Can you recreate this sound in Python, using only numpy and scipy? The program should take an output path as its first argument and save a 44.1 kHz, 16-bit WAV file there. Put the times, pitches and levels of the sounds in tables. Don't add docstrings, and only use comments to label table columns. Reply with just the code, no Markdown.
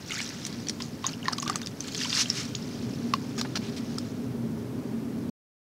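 import sys
import numpy as np
from scipy import signal
from scipy.fft import rfft, irfft, next_fast_len
from scipy.io import wavfile

SR = 44100
rng = np.random.default_rng(int(sys.argv[2]) if len(sys.argv) > 2 else 0)


def master_out(mix):
    frames = np.transpose(np.atleast_2d(mix))
    ceiling = np.clip(frames, -1, 1)
    pcm = np.round(ceiling * 32767).astype(np.int16)
    wavfile.write(sys.argv[1], SR, pcm)


N = 254456
TIME = np.arange(N) / SR
END_S = 5.3

# frequency in Hz, gain in dB.
HISS_EQ = [(1200, 8), (3000, -0.5), (5300, -3), (7500, -6), (11000, -7), (16000, -9.5)]
ROAR_EQ = [(25, -53.5), (50, -20.5), (80, -7.5), (105, 1.5), (170, 3), (290, 1), (350, -6.5), (520, -11.5),
           (700, -17), (2500, -40.5), (6000, -63)]
SPLASH_EQ = [(300, 12), (900, 6.5), (6500, -2.5), (8500, -5), (11000, -11), (16000, -13)]
GURGLE_EQ = [(500, -14), (1300, 1.5), (2400, 3), (3400, -0.5), (5000, -17.5), (9000, -34.5)]
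SPRAY_EQ = [(1500, -27), (3000, -11), (4200, -3.5), (5400, 0), (6700, -5.5), (8300, -14), (11000, -22.5),
            (16000, -36)]
# time in seconds, rumble level in dB, drone level in dB.
TRAFFIC_LEVELS = [(0, -45, -50.5), (0.4, -42, -42), (2.1, -42.5, -40.5), (3.0, -38.5, -36),
                  (3.7, -39.5, -36), (4.7, -38.5, -33), (5.3, -38, -34.5)]
# pitch in Hz, bandwidth in Hz, offset from the drone level in dB.
ENGINE_DRONES = [(125.9, 14, -12), (234, 20, -3), (261.6, 40, -7.5), (405.8, 65, -12)]
# start in seconds, length in seconds, crackle level in dB,
# pitch factor of the wall, peak of the low note in dB, its pitch in Hz.
CUP_CRINKLES = [(1.282, 0.0012, -20, 0.9, -17.5, 1088), (1.477, 0.0028, -26, 0.99, -46, 1200),
                (1.4972, 0.0027, -25.5, 1.33, -19.5, 1240), (1.5566, 0.0017, -21, 1.43, -29, 1240),
                (1.616, 0.0018, -30.5, 1.07, -42, 1400), (3.1365, .0028, -21, 0.9, -15.5, 1130),
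                (3.378, .027, -34.5, 1.18, -36, 1260), (3.4116, 0.0036, -24.5, 1.06, -33, 1260),
                (3.554, 0.023, -30.5, 1.035, -30.5, 1390)]
# pitch in Hz, relative level in dB, 60 dB decay time in seconds.
WALL_MODES = [(1407, -4, 0.0043), (2150, -9, .009), (2820, -8, 0.0072), (3300, -6.5, 0.0044),
              (4170, -0.5, 0.0067), (4680, 0, .005), (5600, -3, 0.0076), (7000, -13, 0.0022)]
# start, swell, hold and release in seconds, level in dB.
BUCKET_SLOSHES = [(1.035, .015, .01, .08, -42.5), (1.24, 0.051, 0.022, 0.07, -40),
                  (1.433, .07, 0.011, .09, -42.5)]
# start in seconds, peak in dB, pitch in Hz,
# 60 dB decay time in seconds.
LONE_BUBBLES = [(0.107, -27.5, 2150, .014), (0.1147, -27, 3500, 0.0044), (0.1925, -27.5, 2220, 0.018),
                (0.803, -35.5, 1020, 0.022), (1.052, -34, 3710, 0.045), (1.1373, -30.5, 2830, 0.0055),
                (1.229, -31, 2940, 0.01), (1.2552, -27.5, 1840, 0.035), (1.2819, -21, 1780, 0.014),
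                (1.285, -30, 861, .015), (1.3329, -17, 5020, .004), (1.462, -28.5, 1164, 0.032),
                (1.4968, -27.5, 750, 0.024), (1.631, -33.5, 3630, 0.011), (2.013, -27.5, 1820, .01),
                (2.035, -21, 4770, .006), (2.0482, -22.5, 3000, 0.0058), (2.553, -26, 6700, 0.0091),
                (3.98, -33, 1280, 0.014)]
# start in seconds, peak in dB, first and last pitch in Hz,
# length in seconds.
AIR_CHIRPS = [(0.163, -36, 1240, 2670, 0.033), (0.694, -25.5, 2800, 7450, 0.00617),
              (1.087, -33, 3500, 5600, 0.0094), (2.549, -24.5, 2080, 7650, 0.0052)]
# start in seconds, peak in dB, pitch in Hz,
# then the water slap's level in dB, length in seconds and centre in Hz.
WATER_PLOPS = [(1.041, -24, 1046, -26.5, 0.0019, 3730), (1.325, -30, 1240, -28, 0.0058, 5440),
               (1.38, -30.5, 1088, -26.5, 0.0045, 4280), (1.422, -28, 1090, -27.5, 0.0053, 5260),
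               (2.052, -32.5, 966, -29.5, 0.0023, 3000)]
# start in seconds, length in seconds, level in dB, centre in Hz.
WATER_SPLATS = [(0.464, 0.002, -27.5, 7000), (0.802, 0.0014, -33, 3060), (1.88, 0.0051, -35, 4400),
                (3.448, 0.0091, -41, 1200), (3.617, 0.08, -47.5, 3300), (3.764, 0.023, -40.5, 4500)]
# start in seconds, level in dB, bubble pitch in Hz, splash trim in dB.
WATER_DROPS = [(0.119, -22, 2810, -2), (0.123, -26, 6400, -4), (0.2033, -22, 2820, 1),
               (0.291, -26, 5460, -8), (0.451, -18.5, 5900, -4), (0.527, -28.5, 4550, -1),
               (0.67, -28, 4350, 1), (0.6857, -17, 5760, -3.5), (0.696, -12.5, 5300, -1.5),
               (0.821, -23, 4950, -1), (1.0502, -20.5, 3680, -11), (1.066, -11.5, 6500, -4),
               (1.132, -27, 5100, -8), (1.2555, -32.5, 3600, 3), (1.4008, -17.5, 6600, -18),
               (1.6612, -24.5, 5200, -1.5), (1.671, -29.5, 4500, 9.5), (1.8057, -19.5, 6080, -2),
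               (1.947, -23, 5000, 3.5), (1.952, -26.5, 3640, 6.5), (1.978, -21.5, 6240, -0.5),
               (2.0178, -24, 2750, -4.5), (2.096, -20.5, 5700, 0.5), (2.1035, -17.5, 4700, -9),
               (2.128, -18, 3460, 0), (2.15, -14.5, 4710, -15), (2.212, -16, 5800, -13),
               (2.2576, -25, 3080, -0.5), (2.3009, -7, 5340, -11), (3.984, -17.5, 5200, -1.5)]
# time in seconds, level in dB.
SOAK_LEVELS = [(0, -49.5), (0.45, -44.5), (0.8, -53), (1.75, -55), (2.55, -46.5), (3.5, -51), (3.95, -49),
               (4.35, -61)]
# start, swell, hold and release in seconds,
# flow level in dB, gurgle trim in dB, share heard as separate bubbles from 0 to 1.
CUP_GUSHES = [(0.052, 0.057, 0.11, 0.24, -37, -4, 0.6), (0.795, 0.022, 0.0093, 0.096, -42, -11, 0.3),
              (1.025, 0.039, 0.017, 0.1, -39, -1.5, 0.77), (1.186, 0.072, 0.039, 0.2, -46.5, 0, 1),
              (1.367, 0.093, 0.05, 0.3, -44.5, -1, 0.9), (1.786, 0.054, 0.0091, 0.38, -42, -6, 0.5),
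              (1.906, 0.11, 0.03, 0.0694, -31.5, -8.5, 0.38), (2.059, 0.12, 0.04, 0.029, -23, -8.5, 0.2),
              (2.168, .21, 0.029, 0.09, -33, -6, 0.15)]
DROP_CYCLES = 25


def from_db(db):
    return 10 ** (np.asarray(db) / 20)


def unit_rms(x):
    return x / np.sqrt(np.mean(x ** 2) + 1e-20)


def automation(rows):
    times, *columns = np.transpose(rows)
    return [np.interp(TIME, times, column) for column in columns]


def equalise(x, eq):
    size = next_fast_len(N)
    hz = np.fft.rfftfreq(size, 1 / SR)
    points_hz, gain_db = np.transpose(eq)
    gain = from_db(np.interp(np.log(hz + 1), np.log(points_hz), gain_db))
    return irfft(rfft(x, size) * gain, size)[:N]


def coloured(x, eq):
    return unit_rms(equalise(x, eq))


def drift(per_s):
    knots = rng.standard_normal(N // 10)
    return unit_rms(np.interp(TIME * per_s, np.arange(len(knots)), knots))


def ring(x, hz, t60):
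    radius, angle = from_db(-60 / (t60 * SR)), 2 * np.pi * hz / SR
    return signal.lfilter([0, np.sin(angle)], [1, -2 * radius * np.cos(angle), radius ** 2], x + 1e-18)


def add(out, start, sound):
    at = int(round(start * SR))
    out[at:at + len(sound)] += sound[:N - at]


def hiss():
    return from_db(-52) * coloured(rng.standard_normal(N), HISS_EQ)


def traffic(pitch_wander=0.0151):
    rumble_db, drone_db = automation(TRAFFIC_LEVELS)
    out = from_db(rumble_db + 2.5) * coloured(rng.standard_normal(N), ROAR_EQ)
    engine_time = np.cumsum(1 + pitch_wander * drift(5)) / SR
    for hz, width_hz, level_db in ENGINE_DRONES:
        waver = drift(width_hz) + 1j * drift(width_hz)
        drone = waver * np.exp(2j * np.pi * hz * engine_time)
        out += from_db(drone_db + level_db) * drone.real
    return out


def yard_echo(x, t60=0.073, wet_db=-9.0, low_cut_hz=2200):
    t = TIME[:SR // 4]
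    scatter = rng.standard_normal(len(t)) * from_db(-60 * t / t60) * (t > .002)
    low_cut = signal.butter(1, low_cut_hz, "high", fs=SR, output="sos")
    scatter = signal.sosfilt(low_cut, scatter / np.linalg.norm(scatter))
    return x + from_db(wet_db) * signal.fftconvolve(x, scatter)[:N]


def bubble(hz, life, rise, swell_cycles, collapse):
    t = np.arange(int(1.5 * life * SR) + 8) / SR
    envelope = (1 - np.exp(-t * hz / swell_cycles)) * from_db(-60 * (t / life) ** collapse)
    return envelope / envelope.max() * np.sin(2 * np.pi * hz * (t + rise * t * t / (2 * life)))


def plinks(per_s, low_hz, high_hz, cycles=24, rise=0.0987, spread_db=8):
    out = np.zeros(N)
    for when, place, size in rng.random((int(per_s * N / SR), 3)):
        hz = low_hz * (high_hz / low_hz) ** place
        strength = from_db(spread_db * min(-np.log(1 - size), 2)) * np.sqrt(hz)
        plink = bubble(hz, cycles / hz, rise, swell_cycles=1.3, collapse=0.94)
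        add(out, when * TIME[-1], strength * plink)
    return unit_rms(out)


def bubble_cloud(per_s, low_hz, high_hz, cycles, spread_db, pitch_count=28):
    sizes = from_db(spread_db * np.minimum(rng.exponential(1, N), 3.5)) * rng.choice([-1, 1], N)
    born = rng.random(N) < per_s * from_db(3 * drift(70)) / SR
    pitch_index = rng.integers(0, pitch_count, N)
    return unit_rms(sum(np.sqrt(hz) * ring(sizes * born * (pitch_index == k), hz, cycles / hz)
                        for k, hz in enumerate(np.geomspace(low_hz, high_hz, pitch_count))))


def splash(length, hz, spread, attack, tail_t60, lumpy_db=7.0):
    t = TIME[:int((length + tail_t60) * SR) + 8]
    band = signal.butter(1, [hz / spread, min(hz * spread, SR / 2.3)], "band", fs=SR, output="sos")
    envelope = (1 - np.exp(-t / attack)) * from_db(-60 * np.maximum(t - length, 0) / tail_t60)
    lumps = from_db(lumpy_db * np.interp(t * 500, np.arange(N // 1000), rng.standard_normal(N // 1000)))
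    burst = signal.sosfilt(band, rng.standard_normal(SR // 4)[:len(t)] * envelope * lumps)
    return burst * np.linalg.norm(envelope) / np.linalg.norm(burst)


def gush_db(start, swell, hold, release, range_db=20):
    early = (start + swell - TIME) / swell
    late = (TIME - start - swell - hold) / release
    return -range_db * np.clip(np.maximum(early, late), 0, 10)


def cup_crinkles(clicks_per_s=3700, buckle_s=.0009, note_s=0.014):
    out = np.zeros(N)
    for start, length, crackle_db, pitch, note_db, note_hz in CUP_CRINKLES:
        t = TIME[:int(length * SR) + SR // 40]
        clicks = (rng.random(SR // 4)[:len(t)] < clicks_per_s / SR) & (t < length) | (t == 0)
        swell = 1 - np.exp(-(t + 1 / SR) / buckle_s)
        strengths = swell * rng.standard_normal((len(WALL_MODES), SR // 4))[:, :len(t)]
        wall = sum(from_db(level_db) * unit_rms(ring(clicks * strength, hz * pitch, t60))
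                   for (hz, level_db, t60), strength in zip(WALL_MODES, strengths))
        note = bubble(note_hz, note_s, rise=-0.11, swell_cycles=0.39, collapse=2.9)
        add(out, start, from_db(crackle_db) * np.sqrt(length * SR) * wall / np.linalg.norm(wall))
        add(out, start, from_db(note_db) * note)
    return out


def slosh():
    stirring = sum(from_db(level_db + gush_db(*timing)) for *timing, level_db in BUCKET_SLOSHES)
    return stirring * plinks(per_s=420, low_hz=653, high_hz=1780, cycles=13, rise=0.22)


def lone_bubbles():
    out = np.zeros(N)
    for start, peak_db, hz, t60 in LONE_BUBBLES:
        add(out, start, from_db(peak_db) * bubble(hz, t60, rise=.05, swell_cycles=3.2, collapse=1.1))
    return out


def chirps():
    out = np.zeros(N)
    for start, peak_db, start_hz, end_hz, length in AIR_CHIRPS:
        hz = np.geomspace(start_hz, end_hz, int(length * SR))
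        sweep = np.sin(2 * np.pi * np.cumsum(hz) / SR)
        add(out, start, from_db(peak_db) * signal.windows.tukey(len(hz), .7) * sweep)
    return out


def plops():
    rings, slaps = np.zeros((2, N))
    for start, peak_db, hz, slap_db, slap_s, slap_hz in WATER_PLOPS:
        pocket = bubble(hz, life=18.3 / hz, rise=.1, swell_cycles=0.84, collapse=2.1)
        slap = splash(slap_s, slap_hz, spread=1.19, attack=.0028, tail_t60=0.0085, lumpy_db=4.5)
        add(rings, start + slap_s, from_db(peak_db) * pocket)
        add(slaps, start, from_db(slap_db + 2.0) * slap)
    return rings + equalise(slaps, SPLASH_EQ)


def splats():
    out = np.zeros(N)
    for start, length, level_db, hz in WATER_SPLATS:
        burst = splash(length, hz, spread=1.34, attack=0.00044, tail_t60=0.035, lumpy_db=2.0)
        add(out, start, from_db(level_db) * burst)
    return equalise(out, SPLASH_EQ)


def drops():
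    rings, splashes = np.zeros((2, N))
    for start, level_db, hz, splash_db in WATER_DROPS:
        plink = bubble(hz, DROP_CYCLES / hz, rise=0.04, swell_cycles=7.8, collapse=0.96)
        tick = splash(0.002, hz, spread=1.18, attack=0.001, tail_t60=0.0083)
        add(rings, start, from_db(level_db - 2.5) * plink)
        add(splashes, start - .0008, from_db(level_db + splash_db - 5.5) * tick)
    return rings + equalise(splashes, SPLASH_EQ)


def spatter(flow_db, per_s=65, full_flow_db=-41, low_hz=5200, high_hz=7200):
    out = np.zeros(N)
    for start, smallness, place, sharpness in rng.random((int(per_s * END_S), 4)) * [END_S, 1, 1, 1]:
        level_db = min(flow_db[int(start * SR)] - full_flow_db, 0) - 10 * smallness
        hz = low_hz + place * (high_hz - low_hz)
        crack = splash(.0005, 2 * hz, spread=1.5, attack=.0001, tail_t60=0.0022)
        plink = bubble(hz, DROP_CYCLES / hz, rise=0.091, swell_cycles=2, collapse=0.66)
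        add(out, start, from_db(level_db - 48.5 + 10 * sharpness) * crack)
        add(out, start, from_db(level_db - 26) * plink)
    return out


def pour(soak_gurgle_trim_db=-5, soak_bubble_share=0.4):
    flows = [(level_db + gush_db(*timing), trim_db, share)
             for *timing, level_db, trim_db, share in CUP_GUSHES]
    droplets = spatter(np.max([level_db for level_db, _, _ in flows], axis=0))
    flows.append((automation(SOAK_LEVELS)[0], soak_gurgle_trim_db, soak_bubble_share))
    spray_power, gurgle_power = np.zeros((2, 2, N))
    for level_db, trim_db, share in flows:
        power = np.outer([share, 1 - share], from_db(level_db) ** 2)
        spray_power += power
        gurgle_power += power * from_db(trim_db) ** 2
    low_plinks = plinks(per_s=480, low_hz=1200, high_hz=4120)
    gurgle_layers = [coloured(low_plinks, GURGLE_EQ), coloured(rng.standard_normal(N), GURGLE_EQ)]
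    mist = bubble_cloud(per_s=9000, low_hz=2290, high_hz=15840, cycles=29, spread_db=3.0)
    high_plinks = plinks(per_s=760, low_hz=2800, high_hz=14040)
    spray_layers = [coloured(high_plinks, SPRAY_EQ), coloured(mist, SPRAY_EQ)]
    gurgle = from_db(-2.0) * np.sqrt(gurgle_power) * gurgle_layers
    spray = from_db(-2.5) * np.sqrt(spray_power) * spray_layers
    return droplets + np.sum(gurgle + spray, axis=0)


def scene():
    foreground = pour() + drops() + plops() + slosh() + lone_bubbles() + chirps() + splats()
    foreground += cup_crinkles()
    return (yard_echo(foreground) + hiss() + traffic())[None]


def record(dry, fade_s=.004, high_cut_hz=15700):
    fade = np.clip((END_S - TIME) / fade_s, 0, 1)
    high_cut = signal.ellip(12, .1, 80, high_cut_hz, fs=SR, output="sos")
    return signal.sosfilt(high_cut, dry * fade)


dry = scene()
out = record(dry)
master_out(out)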